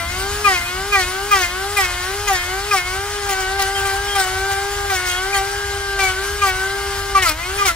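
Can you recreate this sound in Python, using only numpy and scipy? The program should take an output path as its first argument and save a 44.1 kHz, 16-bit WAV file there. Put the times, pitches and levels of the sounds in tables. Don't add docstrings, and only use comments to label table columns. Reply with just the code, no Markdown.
import sys
import numpy as np
from scipy import signal
from scipy.fft import rfft, irfft, next_fast_len
from scipy.io import wavfile
from scipy.ndimage import uniform_filter1d

SR = 44100
rng = np.random.default_rng(int(sys.argv[2]) if len(sys.argv) > 2 else 0)


def rack_gain(trim_db):
    fader = np.asarray(trim_db, float)
    return 10 ** (fader / 20)


def pcm_store(signal):
    levels = np.round(np.clip(np.atleast_2d(signal), -1, 1) * 32767)
    wavfile.write(sys.argv[1], SR, levels.astype(np.int16).T)


N = 341775
STEP = 32
MAINS_HZ = 120

# (time [s], length [s], drag [Hz lost per s], tooth force [dB], chip hiss [dB])
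BITES = [(-0.15, 0.19, 225.0, -13.5, -34), (0.441, 0.14, 373.0, 1, -23), (0.922, 0.12, 469.0, 0.5, -21),
         (1.308, 0.15, 417.0, 0.5, -21.5), (1.762, 0.101, 445.0, -1.5, -18.5),
         (2.269, 0.11, 432.0, -1.5, -22), (2.708, 0.091, 587.0, 0.5, -20.5),
         (3.286, 0.062, 285.0, -7.5, -20), (3.396, 0.05, 183.0, -14, -21),
         (3.587, 0.055, 248.0, -3.5, -16.5), (3.75, 0.063, 140.0, -13, -24),
         (3.849, 0.061, 216.0, -6.5, -21.5), (4.149, 0.1, 204.0, -8, -17.5), (4.363, 0.053, 1, -22, -28),
         (4.502, 0.044, 164.0, -11.5, -24), (4.895, 0.083, 304.5, -4, -21.5),
         (5.049, 0.097, 105.0, -12.0, -22.5), (5.337, 0.064, 300.0, -3.5, -16),
         (5.986, 0.13, 124.5, -4, -20.5), (6.413, 0.099, 308.5, -2.5, -22.5),
         (7.147, 0.057, 270.5, -1.5, -25), (7.217, 0.098, 696.5, 0.5, -14.5),
         (7.582, 0.063, 300.0, -4, -34), (7.649, 0.058, 1021, 2.0, -15)]


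def unit(x):
    return x / np.sqrt(np.mean(x ** 2) + 1e-20)


def along(points, hz):
    f, v = np.transpose(points)
    return np.interp(np.log(hz + 1), np.log(f + 1), v)


def curves(rows):
    s, *cols = np.transpose(rows)
    return [np.interp(np.arange(N) / SR, s, c) for c in cols]


def wobble(rate, step=1):
    knots = rng.standard_normal(1000)
    return np.interp(np.arange(0, N, step) * rate / SR, np.arange(len(knots)), knots)


def power_sum(*dbs):
    return 10 * np.log10(sum(rack_gain(db) ** 2 for db in dbs))


def filtered(x, response):
    m = next_fast_len(N + SR // 4)
    return irfft(rfft(x, m) * response(np.fft.rfftfreq(m, 1 / SR)), m)[..., :N]


def rush(spectrum, patchy_db):
    # (frequency [Hz], likeness [0 to 1])
    alike = [(40, .985), (90, .975), (180, .89), (600, .9), (1400, .75), (3000, .62), (7000, .5),
             (15000, .52)]
    z = signal.stft(rng.standard_normal((2, N)), nperseg=512)[2]
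    field = uniform_filter1d(rng.standard_normal(z.shape[1:]), 6, 0)
    field = uniform_filter1d(field, 8, 1)
    pair = signal.istft(z * rack_gain(patchy_db * unit(field)), nperseg=512)[1][:, :N]

    def middle_and_side(hz):
        turn = np.arccos(np.clip(along(alike, hz), -1, 1)) / 2
        return rack_gain(along(spectrum, hz)) * [np.cos(turn), np.sin(turn)]

    mid, side = filtered(pair, middle_and_side)
    return unit(np.array([mid + side, mid - side]))


def tone(angle, db, flutter_db, spread):
    chatter_db = flutter_db * (1 + 0.07 * np.clip(db + 34, 0, 20)) * wobble(48, STEP)
    apart = spread * wobble(12, STEP)
    phase = rng.uniform(0, 2 * np.pi) + np.array([apart, -apart])
    slow = np.sqrt(2) * rack_gain(db + chatter_db) * np.exp(1j * phase)
    ramp = np.diff(slow, append=slow[:, -1:])[..., None] * np.arange(STEP) / STEP
    smooth = (slow[..., None] + ramp).reshape(2, -1)[:, :N]
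    return (smooth * np.exp(1j * angle)).imag


def rumble():
    # (frequency [Hz], level [dB per Hz])
    wind_shape = [(15, -30), (28, -4.5), (45, -1), (90, -2.5), (125, -15.5), (170, -24.5), (300, -37.5),
                  (600, -80)]
    # (frequency [Hz], level [dB per Hz])
    drone_shape = [(100, -33), (150, -7.5), (290, -10), (500, -25.5)]
    # (time [s], rumble [dB], drone [dB])
    gusts = [
        (0, -30.5, -38.5),
        (1.7, -37, -44.5),
        (1.95, -33, -46),
        (2.1, -33.5, -49),
        (5.2, -33.5, -58.5),
        (6.9, -32.5, -48),
        (7.75, -31.5, -42),
    ]
    rumble_db, drone_db = curves(gusts)
    wind = rack_gain(rumble_db + 0.91 * wobble(7.6)) * rush(wind_shape, patchy_db=-0.5)
    return wind + rack_gain(drone_db - 1.0) * rush(drone_shape, patchy_db=2.2)


def slow_time():
    return np.arange(-STEP * 700, N, STEP) / SR


def full(slow):
    return np.interp(np.arange(N) / SR, slow_time(), slow)


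def contact():
    attack_s, release_s = .008, 0.0363
    s, length = np.transpose(BITES)[:2, :, None]
    t = slow_time()
    gain = np.minimum((t - s) / attack_s, (s + length - t) / release_s + .5)
    return np.clip((t - s) / length, 0, 1), np.clip(gain, 0, 1)


def shaft():
    # (time [s], speed [Hz])
    aim = [(0.0, 382), (0.58, 403.6), (0.71, 399.4), (1.37, 415.2), (2.04, 387.7), (2.17, 406.5),
           (3.07, 403.7), (3.23, 389.6), (3.56, 417.4), (4.14, 393.3), (4.77, 403.2), (5.16, 387.2),
           (5.46, 402.3), (6.15, 396.8), (6.24, 408.6), (6.96, 388.5), (7.43, 412.9), (7.75, 377.6)]
    settle_s, swing_hz, swing_lag = .956, 1.146, .318
    quick, quick_s = .391, .385
    easing = .303
    through, gain = contact()
    drag = np.transpose(BITES)[2] @ (gain * (1 - easing * (through - .5)))
    u = np.arange(2000) * STEP / SR
    swing = np.exp(-u / settle_s) * np.cos(2 * np.pi * swing_hz * u - swing_lag)
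    answer = swing + quick * np.exp(-u / quick_s)
    lost = signal.fftconvolve(drag, answer)[:len(drag)] * STEP / SR
    speed = uniform_filter1d(curves(aim)[0] - full(lost), size=900)
    return speed, 2 * np.pi * np.cumsum(speed) / SR


def levels():
    # (time [s], flank towards the listener [dB], rub [dB])
    hand = [(0, -0.5, -1.5), (2.8, -1.5, 1.5), (3.25, 0.5, 0.5), (3.42, 2, 5), (3.7, 4, 2.5), (4.05, 4, 3),
            (4.3, 1, 4), (4.56, 4.5, 4), (4.75, 0, 0.5), (5, 4.5, 1.5), (5.4, 1, 4), (5.55, 3.5, -0.5),
            (6, 4.5, -3.5), (6.35, 3, -3.5), (6.55, 5, 0.5), (7.05, -1.5, -3.5), (7.75, -4, -1.5)]
    # (frequency [Hz], level [dB])
    free_curves = [
        [(300, -30), (345, -49.5), (362, -36.5), (385, -29.5), (415, -31.5)],
        [(600, -33), (700, -34.5), (720, -38.5), (790, -30.5), (830, -38.5)],
        [(900, -36), (1070, -38.5), (1100, -33.5), (1240, -35.5)],
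        [(1200, -34), (1400, -35.5), (1540, -27.5), (1650, -37)],
    ]
    # (frequency [Hz], level [dB])
    work_curves = [
        [(300, -40), (335, -51), (365, -31), (390, -41.5), (415, -32)],
        [(600, -32), (725, -34.5), (770, -19.5), (795, -22), (830, -52)],
        [(900, -35), (1080, -32.5), (1140, -28.5), (1185, -17), (1245, -20.5)],
        [(1200, -18), (1285, -25), (1335, -10.5), (1400, -29), (1540, -29.5), (1650, -25)],
    ]
    upper_free_db, upper_bite_db, upper_sag_db = -38.5, -17.5, 6
    labour_db = 0.25
    favour_bite, favour_dip, favour_free = 6.12, 1, 5.7
    chip_rise, chip_fall_db = 0.51, 3.5
    speed = shaft()[0][::STEP]
    flank_db, rub_db = np.array(curves(hand))[:, ::STEP]
    through, gain = contact()
    force_db, chips_db = np.transpose(BITES)[3:, :, None]
    middle = np.sin(np.pi * through) ** 2

    def total_db(db):
        loudest = (gain * rack_gain(db)).max(axis=0)
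        return 20 * np.log10(full(loudest)[::STEP] + 1e-6)

    lifts_db = [.1 * flank_db, rub_db, -.3 * flank_db, flank_db]
    leans = [.05, 0.46, -0.88, 0.22]
    low = []
    for k, free, work, lean, lift_db in zip((1, 2, 3, 4), free_curves, work_curves, leans, lifts_db):
        free_db = along(free, k * speed) + lift_db
        work_db = along(work, k * speed) + total_db(force_db) + lean * rub_db
        low.append(power_sum(free_db, work_db))

    free_db = upper_free_db + labour_db * np.clip(400 - speed, 0, 45) + 0.67 * rub_db
    upper = power_sum(free_db, upper_bite_db + total_db(force_db - upper_sag_db * middle))

    shift = (gain * (favour_bite - favour_dip * middle - favour_free)).sum(axis=0)
    favoured = favour_free + full(shift)[::STEP] + 0.75 * wobble(11, STEP)

    before = 1 - through / chip_rise
    after = (through - chip_rise) / (1 - chip_rise)
    shape_db = -chip_fall_db * np.where(through < chip_rise, before, after)
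    fan_db = -30.5 + 0.21 * rub_db
    return *low, upper, favoured, power_sum(fan_db, total_db(chips_db + shape_db))


def air():
    # (frequency [Hz], level [dB per Hz])
    fan_shape = [(100, -41), (250, -9), (550, -9), (1000, -2.5), (1600, 1.5), (2100, -0.5), (2620, -3),
                 (3000, -4), (5000, -2.5), (9500, -3), (11800, -8.5), (15500, -11.5)]
    # (frequency [Hz], level [dB per Hz])
    chip_shape = [(200, -38), (500, -26), (1200, -13), (2500, -8), (4300, -4), (7000, -6), (9600, -7),
                  (12200, -13), (15500, -9)]
    # (time [s], treble [dB])
    shade = [
        (0, 0.5),
        (2.8, 2),
        (3.2, -1),
        (4.4, 1),
        (5.8, -1),
        (6.6, 0.5),
        (7.2, 1),
        (7.75, 1.5),
    ]
    hiss_db, angle = np.repeat(levels()[-1], STEP)[:N], shaft()[1]
    idle_db = -29
    fan = rack_gain(np.minimum(hiss_db, idle_db))
    tearing = np.sqrt(rack_gain(hiss_db) ** 2 - fan ** 2)
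    beat = np.cos(angle + 0.17 * wobble(40))
    ripple = np.cos(2 * np.pi * MAINS_HZ * np.arange(N) / SR)
    grit = rack_gain(3.8 * wobble(120))
    chips = unit(rush(chip_shape, patchy_db=5.0) * rack_gain(2.7 * beat) * grit)
    pulse_db = 0.87 * beat + .5 * ripple + 1.6 * wobble(25)
    blades = unit(rush(fan_shape, patchy_db=2.0) * rack_gain(pulse_db))
    hiss = rack_gain(2.0) * fan * blades + rack_gain(-1.9) * tearing * chips
    treble = filtered(hiss, lambda hz: 1 / (1 + (10500 / (hz + 1)) ** 16))
    return hiss + (rack_gain(curves(shade)[0]) - 1) * treble


def sidebands():
    # (frequency [Hz], level [dB])
    housing = [(280, -55), (660, -54.5), (920, -51.5), (1300, -48), (1480, -44), (1850, -56), (2110, -44),
               (2350, -73), (2620, -59.5), (2920, -47), (3500, -53), (5600, -51)]
    cage = .393
    speed, angle = shaft()
    speed = speed[::STEP]
    mains = 2 * np.pi * MAINS_HZ * np.arange(N) / SR
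    first_db, *_, hiss_db = levels()
    effort_db = 4.0 + 0.1 * (first_db + 24.5) + 0.15 * np.clip(hiss_db + 23, 0, 12)
    out = np.zeros((2, N))
    for k in range(2, 14):
        for sign in (-1, 1):
            mains_db = along(housing, k * speed + sign * MAINS_HZ) + 0.13 * sign
            cage_db = along(housing, (k + sign * cage) * speed) - 6
            out += tone(k * angle + sign * mains, effort_db + mains_db, 4.2, 0.37)
            out += tone((k + sign * cage) * angle, effort_db + cage_db, 0.87, 1.0)
    return out


def squeal():
    # (time [s], length [s], order [multiple of shaft speed], level [dB])
    squeals = [(0, .13, 6, -32), (0.578, .08, 6, -39), (1.069, .1, 6, -41), (1.31, 0.032, 6, -20.5),
               (1.767, .03, 6, -22), (2.363, 0.13, 6, -26.5), (2.812, 0.099, 6, -25), (3.75, .05, 8, -28),
               (4.08, 0.094, 8, -28.5), (5, 0.18, 6, -31), (5.095, 0.1, 9, -30), (5.103, 0.11, 8, -37),
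               (5.328, 0.032, 6, -22), (5.351, 0.027, 8, -27), (6, 0.086, 6, -21), (7.396, 0.088, 6, -30),
               (7.577, 0.039, 6, -24), (0.475, .06, 5, -18), (.445, .03, 6, -21.5), (0.921, .04, 6, -18),
               (0.955, 0.059, 5, -21), (1.338, 0.054, 5, -23), (1.78, 0.067, 5, -21), (4.16, 0.064, 2, -27),
               (4.182, .04, 4, -23), (4.924, 0.024, 2, -26), (6.42, .045, 3, -23), (7.152, .035, 3, -18),
               (7.193, 0.054, 5, -21.5), (7.664, 0.041, 4, -20)]
    angle, t = shaft()[1], np.arange(0, N, STEP) / SR
    s, length, order, db = np.transpose(squeals)[:, :, None]
    edge_s = 0.0083
    swell = rack_gain(db) * np.clip(np.minimum(t - s, s + length - t) / edge_s + .5, 0, 1)
    out = np.zeros((2, N))
    for k in (2, 3, 4, 5, 6, 8, 9):
        loudest = swell[np.round(order[:, 0]) == k].max(axis=0)
        out += tone(k * angle, 20 * np.log10(loudest + 1e-6), 1.5, .6)
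    return out


def whine():
    # (order [multiple of shaft speed], level under the upper level [dB])
    balance = [(5, -5), (6, -4), (7, -7), (9, -6), (12, -5), (16, -7), (24, -15)]
    # (frequency [Hz], width [Hz], lift [dB])
    resonances = [(2060, 140, 9.5), (2474, 40, 16.5), (2974, 30, 11), (3193, 96, 7.5)]
    speed, angle = shaft()
    first_db, second_db, third_db, fourth_db, upper_db, favoured, _ = levels()
    out = tone(angle, first_db, 1.0, 0.12) + tone(2 * angle, second_db, 2.16, 0.3)
    out += tone(3 * angle, third_db, 1.85, 0.48) + tone(4 * angle, fourth_db, 1.5, 0.25)
    upper_db = upper_db - 0.077 * np.clip(2 - upper_db, 0, 20)
    shake = 0.01 * wobble(110)
    orders = np.arange(5, 25)[:, None]
    contact_db = 11 * np.exp(-((orders - favoured) / 2.43) ** 2)
    ring_db = 0
    for hz, width, db in resonances:
        ring_db = ring_db + db / (1 + (2 * (orders * speed[::STEP] - hz) / width) ** 2)
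    share = rack_gain(contact_db + ring_db + along(balance, orders))
    share = share / np.linalg.norm(share[:5], axis=0)
    for k, part in zip(orders, share):
        out += tone(k * (angle + shake), upper_db + 20 * np.log10(part), 2.65, 0.49)
    return out


def lull_db():
    hard_drag, depth_db = 470, .027
    delay_s, width_s = .042, .024
    s, length, drag = np.transpose(BITES)[:3, :, None]
    late = (np.arange(0, N, STEP) / SR - s - length - delay_s) / width_s
    return -depth_db * (np.clip(drag - hard_drag, 0, 250) * np.exp(-late ** 2)).sum(axis=0)


def scene():
    motor = air() + sidebands() + squeal() + whine()
    lull = np.interp(np.arange(N), np.arange(0, N, STEP), lull_db())
    return rumble() + motor * rack_gain(lull)


def low_pass(x):
    return signal.sosfilt(signal.butter(12, 16750, fs=SR, output="sos"), x)


def record(dry):
    # (frequency [Hz], phase [radians])
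    lead = [(100, 0), (400, .27), (1030, .42), (2580, .9), (5600, 1.5), (9400, 2.5), (16000, 4.1)]
    # (frequency [Hz], level [dB])
    left = [(60, .3), (170, .8), (390, 3.5), (800, 1.1), (1500, 2), (9000, 2.6), (14000, 1.8)]
    top_hz = 15650
    side = np.array([[.5], [-.5]])

    def response(hz):
        return rack_gain(side * along(left, hz)) * np.exp(1j * side * along(lead, hz)) * (hz < top_hz)

    return low_pass(filtered(dry, response))


dry = scene()
out = record(dry)
pcm_store(out)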